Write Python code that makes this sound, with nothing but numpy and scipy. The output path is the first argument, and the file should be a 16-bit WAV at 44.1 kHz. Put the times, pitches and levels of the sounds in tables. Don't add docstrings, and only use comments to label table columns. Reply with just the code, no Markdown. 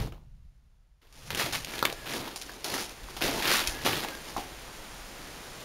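import sys
import numpy as np
from scipy import signal
from scipy.fft import rfft, irfft
from scipy.io import wavfile

SR = 44100
rng = np.random.default_rng(int(sys.argv[2]) if len(sys.argv) > 2 else 0)


def persist_wave(psi):
    counts = np.round(np.clip(psi, -1, 1) * 32767).astype(np.int16)
    wavfile.write(sys.argv[1], SR, np.atleast_2d(counts).T)


def nominal_scale(level):
    x = np.asarray(level, float) / 20
    return 10 ** x


N = 248988


def rms_one(x):
    return x / np.sqrt(np.mean(x ** 2) + 1e-20)


def in_time(rows):
    s, *columns = np.transpose(rows)
    return [np.interp(np.arange(N) / SR, s, column) for column in columns]


def at_hz(points, hz):
    point_hz, point_db = np.transpose(points)
    return np.interp(np.log(hz), np.log(point_hz), point_db)


def drift(rate_hz):
    r = np.exp(-2 * np.pi * rate_hz / SR)
    noise = rng.standard_normal(N + SR)
    return rms_one(signal.lfilter([1], [1, -2 * r, r * r], noise)[SR:])


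def ring(clicks, hz, t60):
    r, w = nominal_scale(-60 / (t60 * SR)), 2 * np.pi * hz / SR
    return signal.lfilter([0, np.sin(w)], [1, -2 * r * np.cos(w), r * r], clicks + 1e-18)


def band(x, low_hz, high_hz):
    return signal.sosfilt(signal.butter(2, [low_hz, high_hz], "band", fs=SR, output="sos"), x)


CREST_S = 0.005


def swell(t, s, db, db_per_s):
    distance = np.hypot(t - s, CREST_S) - CREST_S
    return nominal_scale(db - db_per_s * distance) ** 2


# [start_s, hold_s, grit_db, coarse_above_grit_db, fine_above_grit_db]
FOOTFALLS = [(0, 0.015, -40.5, 1.5, -6.5), (.118, 0.0081, -64, 10, -31), (1.013, .04, -65.5, -3, -8),
             (1.127, 0.026, -63, -7, 3), (1.302, 0.004, -34, -6.5, -12), (1.346, 0.0049, -38, -8, -4),
             (1.371, 0.048, -29, -9, -5.5), (1.523, 0.021, -29.5, -18.5, -1.5),
             (1.853, 0.031, -40, -1, -16), (2.058, 0.062, -40.5, -12, -7), (2.36, 0.0068, -53, -18, 13.5),
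             (2.412, 0.0074, -54, -17, 11), (2.642, 0.055, -39, 0.5, 0), (3.164, 0.0071, -47, 0, 0),
             (3.211, 0.092, -30.5, -1, -6), (3.421, 0.025, -32, -20, -8), (3.674, 0.007, -39.5, -20, 5),
             (3.849, 0.025, -26.5, -4, -7), (4.365, 0.01, -39.5, 0, -2.5)]
# coarse stones, grit, fine sand [release_db_per_s]
RELEASE = [192, 276, 258]
# [loudest_s, grit_db, rise_and_fall_db_per_s, coarse_above_grit_db, fine_above_grit_db]
SCUFFS = [(1.2, -54.5, 252, -3.5, 0), (1.27, -53.5, 200, -5, 4.5), (1.475, -38, 245, -2, -1.5),
          (1.742, -40.5, 128, -2, -4), (2.111, -39, 158, -12, -21), (2.16, -39.5, 147, 3.5, -1),
          (2.235, -43, 160, 3, -12), (2.28, -44, 160, -3.5, -5.5), (2.5, -48, 98, 0, -0.5),
          (2.741, -36.5, 133, 0.5, -1), (2.798, -36.5, 214, -3.5, 3.5), (2.9, -51.5, 120, -3, 0),
          (3.1, -53.5, 100, -4, -0.5), (3.37, -38, 95, 3.5, -1.5), (3.48, -27.5, 141, -7.5, -20),
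          (3.545, -24.5, 154, -17, -4.5), (3.622, -34.5, 167, -9, -6), (3.76, -47, 82, 2.5, -21),
          (3.925, -30, 129, -5.5, -6), (3.99, -39, 131, -1, -1), (4.045, -41, 158, -0.5, -11),
          (4.12, -51, 115, 4.5, -35), (4.29, -48, 98, -1, 0.5), (4.45, -51.5, 90, 0, -6)]
LANDING_S, SETTLING_DB, SETTLING_DB_PER_S = 0.0035, -31.5, 55.5


def tread():
    t, power = np.arange(0, N, 16) / SR, 1e-12
    release = np.array(RELEASE)[:, None]
    for s, hold, grit_db, coarse_db, fine_db in FOOTFALLS:
        after = np.maximum(t - s - hold, 0)
        landed = np.clip((t - s) / LANDING_S, 0, 1) if s > 0 else 1
        settling = nominal_scale(SETTLING_DB - SETTLING_DB_PER_S * after)
        shape = landed * (nominal_scale(-release * after) + settling)
        layer_db = grit_db + np.array([[coarse_db], [0], [fine_db]])
        power = power + (nominal_scale(layer_db) * shape) ** 2
    for s, grit_db, db_per_s, coarse_db, fine_db in SCUFFS:
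        layer_db = grit_db + np.array([[coarse_db], [0], [fine_db]])
        power = power + swell(t, s, layer_db, db_per_s)
    return np.array([np.interp(np.arange(N) / SR, t, row) for row in np.sqrt(power)])


# [pitch_hz, relative_db]
STONE_COLOUR = [(150, -28), (300, 0), (600, -6.5), (1000, 0), (2000, 6), (3500, 8.5), (5000, 9.5),
                (7800, 5.5)]
GRAINS_PER_S, GRAIN_SPREAD_DB, CLUMP_DB = 6500, 2.5, 1.3
RING_CYCLES = 7.4
SLIPS_PER_S, SLIP_DB, SLIP_FADE_S = 80, -5.5, 0.0058
PATCHY_DB, PATCHES_PER_S = 1.5, 30


def crunch(levels):
    strengths_db = GRAIN_SPREAD_DB * np.minimum(rng.exponential(1, N), 4.2)
    strengths = nominal_scale(strengths_db) * rng.choice([-1, 1], N)
    slips = np.minimum(rng.exponential(1, N), 2) * (rng.random(N) < SLIPS_PER_S / SR)
    slips = signal.lfilter([1], [1, -np.exp(-1 / (SLIP_FADE_S * SR))], slips)
    pressure = nominal_scale(CLUMP_DB * drift(34)) * (1 + nominal_scale(SLIP_DB) * slips)
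    grains = strengths * pressure * (rng.random(N) < GRAINS_PER_S / SR)

    pitches = np.geomspace(160, 7800, num=28)
    share = np.sqrt(pitches)
    dealt = rng.choice(28, N, p=share / share.sum())
    knots = np.arange(0, N + SR, SR / PATCHES_PER_S)
    patch_levels = nominal_scale(PATCHY_DB * rng.standard_normal((28, len(knots))))
    layers = np.zeros((3, N))
    for k, hz in enumerate(pitches):
        patches = np.interp(np.arange(N), knots, patch_levels[k])
        tone = rms_one(ring(grains * (dealt == k) * patches, hz, RING_CYCLES / hz))
        layer = np.searchsorted([950, 5000], hz)
        layers[layer] += nominal_scale(at_hz(STONE_COLOUR, hz)) * tone
    return sum(level * rms_one(layer) for level, layer in zip(levels, layers))


# [time_s, deep_db, upper_db]
RUMBLE = [(0, -33, -31.5), (.07, -42, -43), (.15, -45.5, -51.5), (.3, -51, -58.5), (.6, -57, -68.5),
          (1.05, -62.5, -76), (1.25, -50.5, -55), (1.6, -50.5, -55), (2.1, -55.5, -57), (2.5, -53.5, -67),
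          (3.0, -54.5, -62), (3.3, -47.5, -57), (3.9, -50, -63), (4.3, -53, -61), (5.0, -51, -59),
          (5.65, -55.5, -63)]
# [loudest_s, deep_db, upper_db]
JOLTS = [(.025, -32, -37), (.2, -51, -58), (.45, -40.5, -72), (1.33, -56, -41), (1.45, -56, -43),
         (1.55, -46, -40.5), (2.2, -54, -52), (3.045, -44, -62), (3.25, -44.5, -42), (3.69, -35.5, -58),
         (3.87, -52, -37), (3.95, -56, -38.5), (4.39, -42.5, -59)]
JOLT_DB_PER_S = 250
TREAD_THUD_DB = -17


def rumble(coarse_level):
    t = np.arange(N) / SR
    deep_db, upper_db = in_time(RUMBLE)
    jolts = sum(swell(t, s, np.array(db)[:, None], JOLT_DB_PER_S) for s, *db in JOLTS)
    deep_jolts, upper_jolts = jolts
    deep, upper = rng.standard_normal((2, N + SR))
    deep = rms_one(band(band(deep, 12.5, 62.0), 10.4, 66.5)[SR:])
    upper = rms_one(band(band(upper, 93, 158), 83, 330)[SR:])
    thud = nominal_scale(TREAD_THUD_DB) * coarse_level
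    deep_level = np.sqrt(nominal_scale(deep_db) ** 2 + deep_jolts)
    upper_level = np.sqrt(nominal_scale(upper_db) ** 2 + upper_jolts + thud ** 2)
    return deep_level * deep + upper_level * upper


# [time_s, level_db]
HISS = [(0, -68), (.25, -70.5), (.6, -73.5), (1.01, -75.5), (1.08, -63.5), (1.3, -48.5), (2.0, -43.5),
        (2.6, -51), (3.0, -46), (3.8, -42), (4.5, -42.5), (5.65, -41.5)]
# [pitch_hz, db_per_hz]
HISS_COLOUR = [(20, -9.5), (200, -3), (700, -4), (1500, -6.5), (3000, -9), (6200, -11.5), (8500, -11)]


def hiss():
    hz = np.maximum(np.fft.rfftfreq(N, 1 / SR), 1)
    colour = nominal_scale(at_hz(HISS_COLOUR, hz)) * (hz > 15)
    noise = irfft(rfft(rng.standard_normal(N)) * colour, N)
    return nominal_scale(in_time(HISS)[0]) * rms_one(noise)


# [delay_s, level_db]
ECHOES = [(.0043, -68), (.0091, -20.5), (0.0114, -14), (.019, -15.5), (0.025, -28), (0.035, -29),
          (.047, -18.5)]


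def shed(x):
    dull, out = band(x, 210, 12000), x.copy()
    for s, db in ECHOES:
        lag = round(s * SR)
        out[lag:] += nominal_scale(db) * dull[:N - lag]
    return out


# [start_s, peak_db, low_ring_hz, high_ring_hz,
# bright_share]
CRACKS = [(0.123, -33.5, 1410, 2800, 0.23), (1.03, -51, 1710, 3150, 0.2), (1.126, -42, 770, 3150, 0.88),
          (1.305, -14, 2710, 3830, 0.22), (1.348, -13.5, 2850, 2960, 0.48), (1.372, -24, 2700, 3800, 0.5),
          (1.405, -17, 800, 3060, 0.85), (1.475, -31, 1910, 3505, 0.8), (1.647, -19, 2900, 3670, 0.9),
          (1.791, -17.5, 2710, 3800, 0.34), (1.827, -6.5, 1200, 4180, 0), (1.8512, -13, 870, 3440, 0.36),
          (1.8532, -5.5, 2500, 3450, 0.35), (1.926, -23, 735, 6400, 0.55), (2.059, -40, 1710, 3700, 0.4),
          (2.125, -21, 2490, 3230, 0.5), (2.178, -27, 1300, 5260, 0.5), (2.36, -21.5, 748, 5400, 0.8),
          (2.415, -24, 3060, 4110, 0.93), (2.422, -25, 2700, 4200, 0.8), (2.494, -30, 1560, 4860, 0),
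          (2.644, -15, 2770, 4620, 0.6), (2.662, -24, 750, 4575, 0.7), (2.894, -29, 1544, 6060, 0.73),
          (3.086, -32, 1140, 5550, 0), (3.166, -26.5, 980, 3975, 0.55), (3.209, -22.5, 1433, 3050, 0.52),
          (3.424, -18, 2280, 3530, 0.1), (3.455, -11.5, 2550, 3740, 0.15), (3.476, -15, 1060, 4660, 1),
          (3.514, -18, 915, 4530, 0.56), (3.569, -11, 1980, 3500, 1), (3.6734, -11, 2920, 3520, 1),
          (3.849, -23, 2510, 3110, 0.8), (3.862, -14, 880, 3040, 0.32), (3.931, -19, 2700, 3190, 0.1),
          (4.047, -20, 900, 3330, 0.2), (4.379, -21.5, 799, 3300, 0.05)]
CRACK_T60_S = 0.021


def cracks():
    out, t = np.zeros(N), np.arange(SR // 8) / SR
    noises = rng.standard_normal((len(CRACKS), len(t)))
    for (s, peak_db, low_hz, high_hz, bright), noise in zip(CRACKS, noises):
        burst = noise * nominal_scale(-60 * t / CRACK_T60_S)
        burst[0] = -nominal_scale(15.5)
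        body = ring(burst, low_hz, 5 / low_hz) + .7 * ring(burst, high_hz, 9 / high_hz)
        splinters = band(burst, 2250, 7200)
        body_part = (1 - bright) * body / abs(body).max()
        bright_part = bright * splinters / abs(splinters).max()
        shape = body_part + bright_part
        at = round(s * SR)
        out[at:at + len(t)] += nominal_scale(peak_db) * shape / abs(shape).max()
    return out


# [start_s, length_s, pitch_hz, peak_db]
THIN_TONE = [(1.675, 0.23, 1710, -50.5), (1.877, 0.35, 1700, -52), (3.661, 0.31, 1720, -48.5),
             (3.979, 0.24, 1650, -49)]
TONE_FADE_S, TONE_SAG_HZ_PER_S = .05, 150


def thin_tone():
    t, out = np.arange(N) / SR, np.zeros(N)
    waver, flicker = 1 + .02 * drift(60), nominal_scale(4 * drift(30))
    for s, length, hz, db in THIN_TONE:
        fade = np.clip(np.minimum(t - s, s + length - t) / TONE_FADE_S, 0, 1)
        pitch = (hz - TONE_SAG_HZ_PER_S * (t - s)) * waver
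        out += nominal_scale(db) * fade * flicker * np.sin(2 * np.pi * np.cumsum(pitch) / SR)
    return out


# [start_s, strength_db]
KNOCKS = [(4.365, -19), (4.377, -22)]
# [pitch_hz, relative_db, t60_s]
HOLLOW = [(800, 5, 0.15), (733, -6.5, 0.37), (1044, 10.5, 0.026), (1220, -27, 0.079), (328, -14, 0.043)]


def knocks():
    clicks = np.zeros(N)
    for s, strength_db in KNOCKS:
        clicks[round(s * SR)] = nominal_scale(strength_db - 14.5)
    return sum(nominal_scale(db) * ring(clicks, hz, t60) for hz, db, t60 in HOLLOW)


def scene():
    levels = tread()
    low_cut = signal.butter(2, 184, "high", fs=SR, output="sos")
    stones = signal.sosfilt(low_cut, crunch(levels) + cracks())
    mix = shed(stones + knocks()) + thin_tone() + rumble(levels[0]) + hiss()
    return mix[None]


def roll_off(x):
    return signal.sosfilt(signal.butter(12, 16700, fs=SR, output="sos"), x)


def record(dry):
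    guard = signal.cheby2(9, 25, 8025, fs=SR, output="sos")
    at_48k = signal.resample_poly(signal.sosfilt(guard, dry), 480, 441, axis=1)
    sampled = at_48k[:, ::3]
    held = sampled[:, np.arange(N) * 160 // 441]
    top_cut = signal.ellip(10, .3, 40, 15730, fs=SR, output="sos")
    return roll_off(signal.sosfilt(top_cut, held))


dry = scene()
out = record(dry)
persist_wave(out)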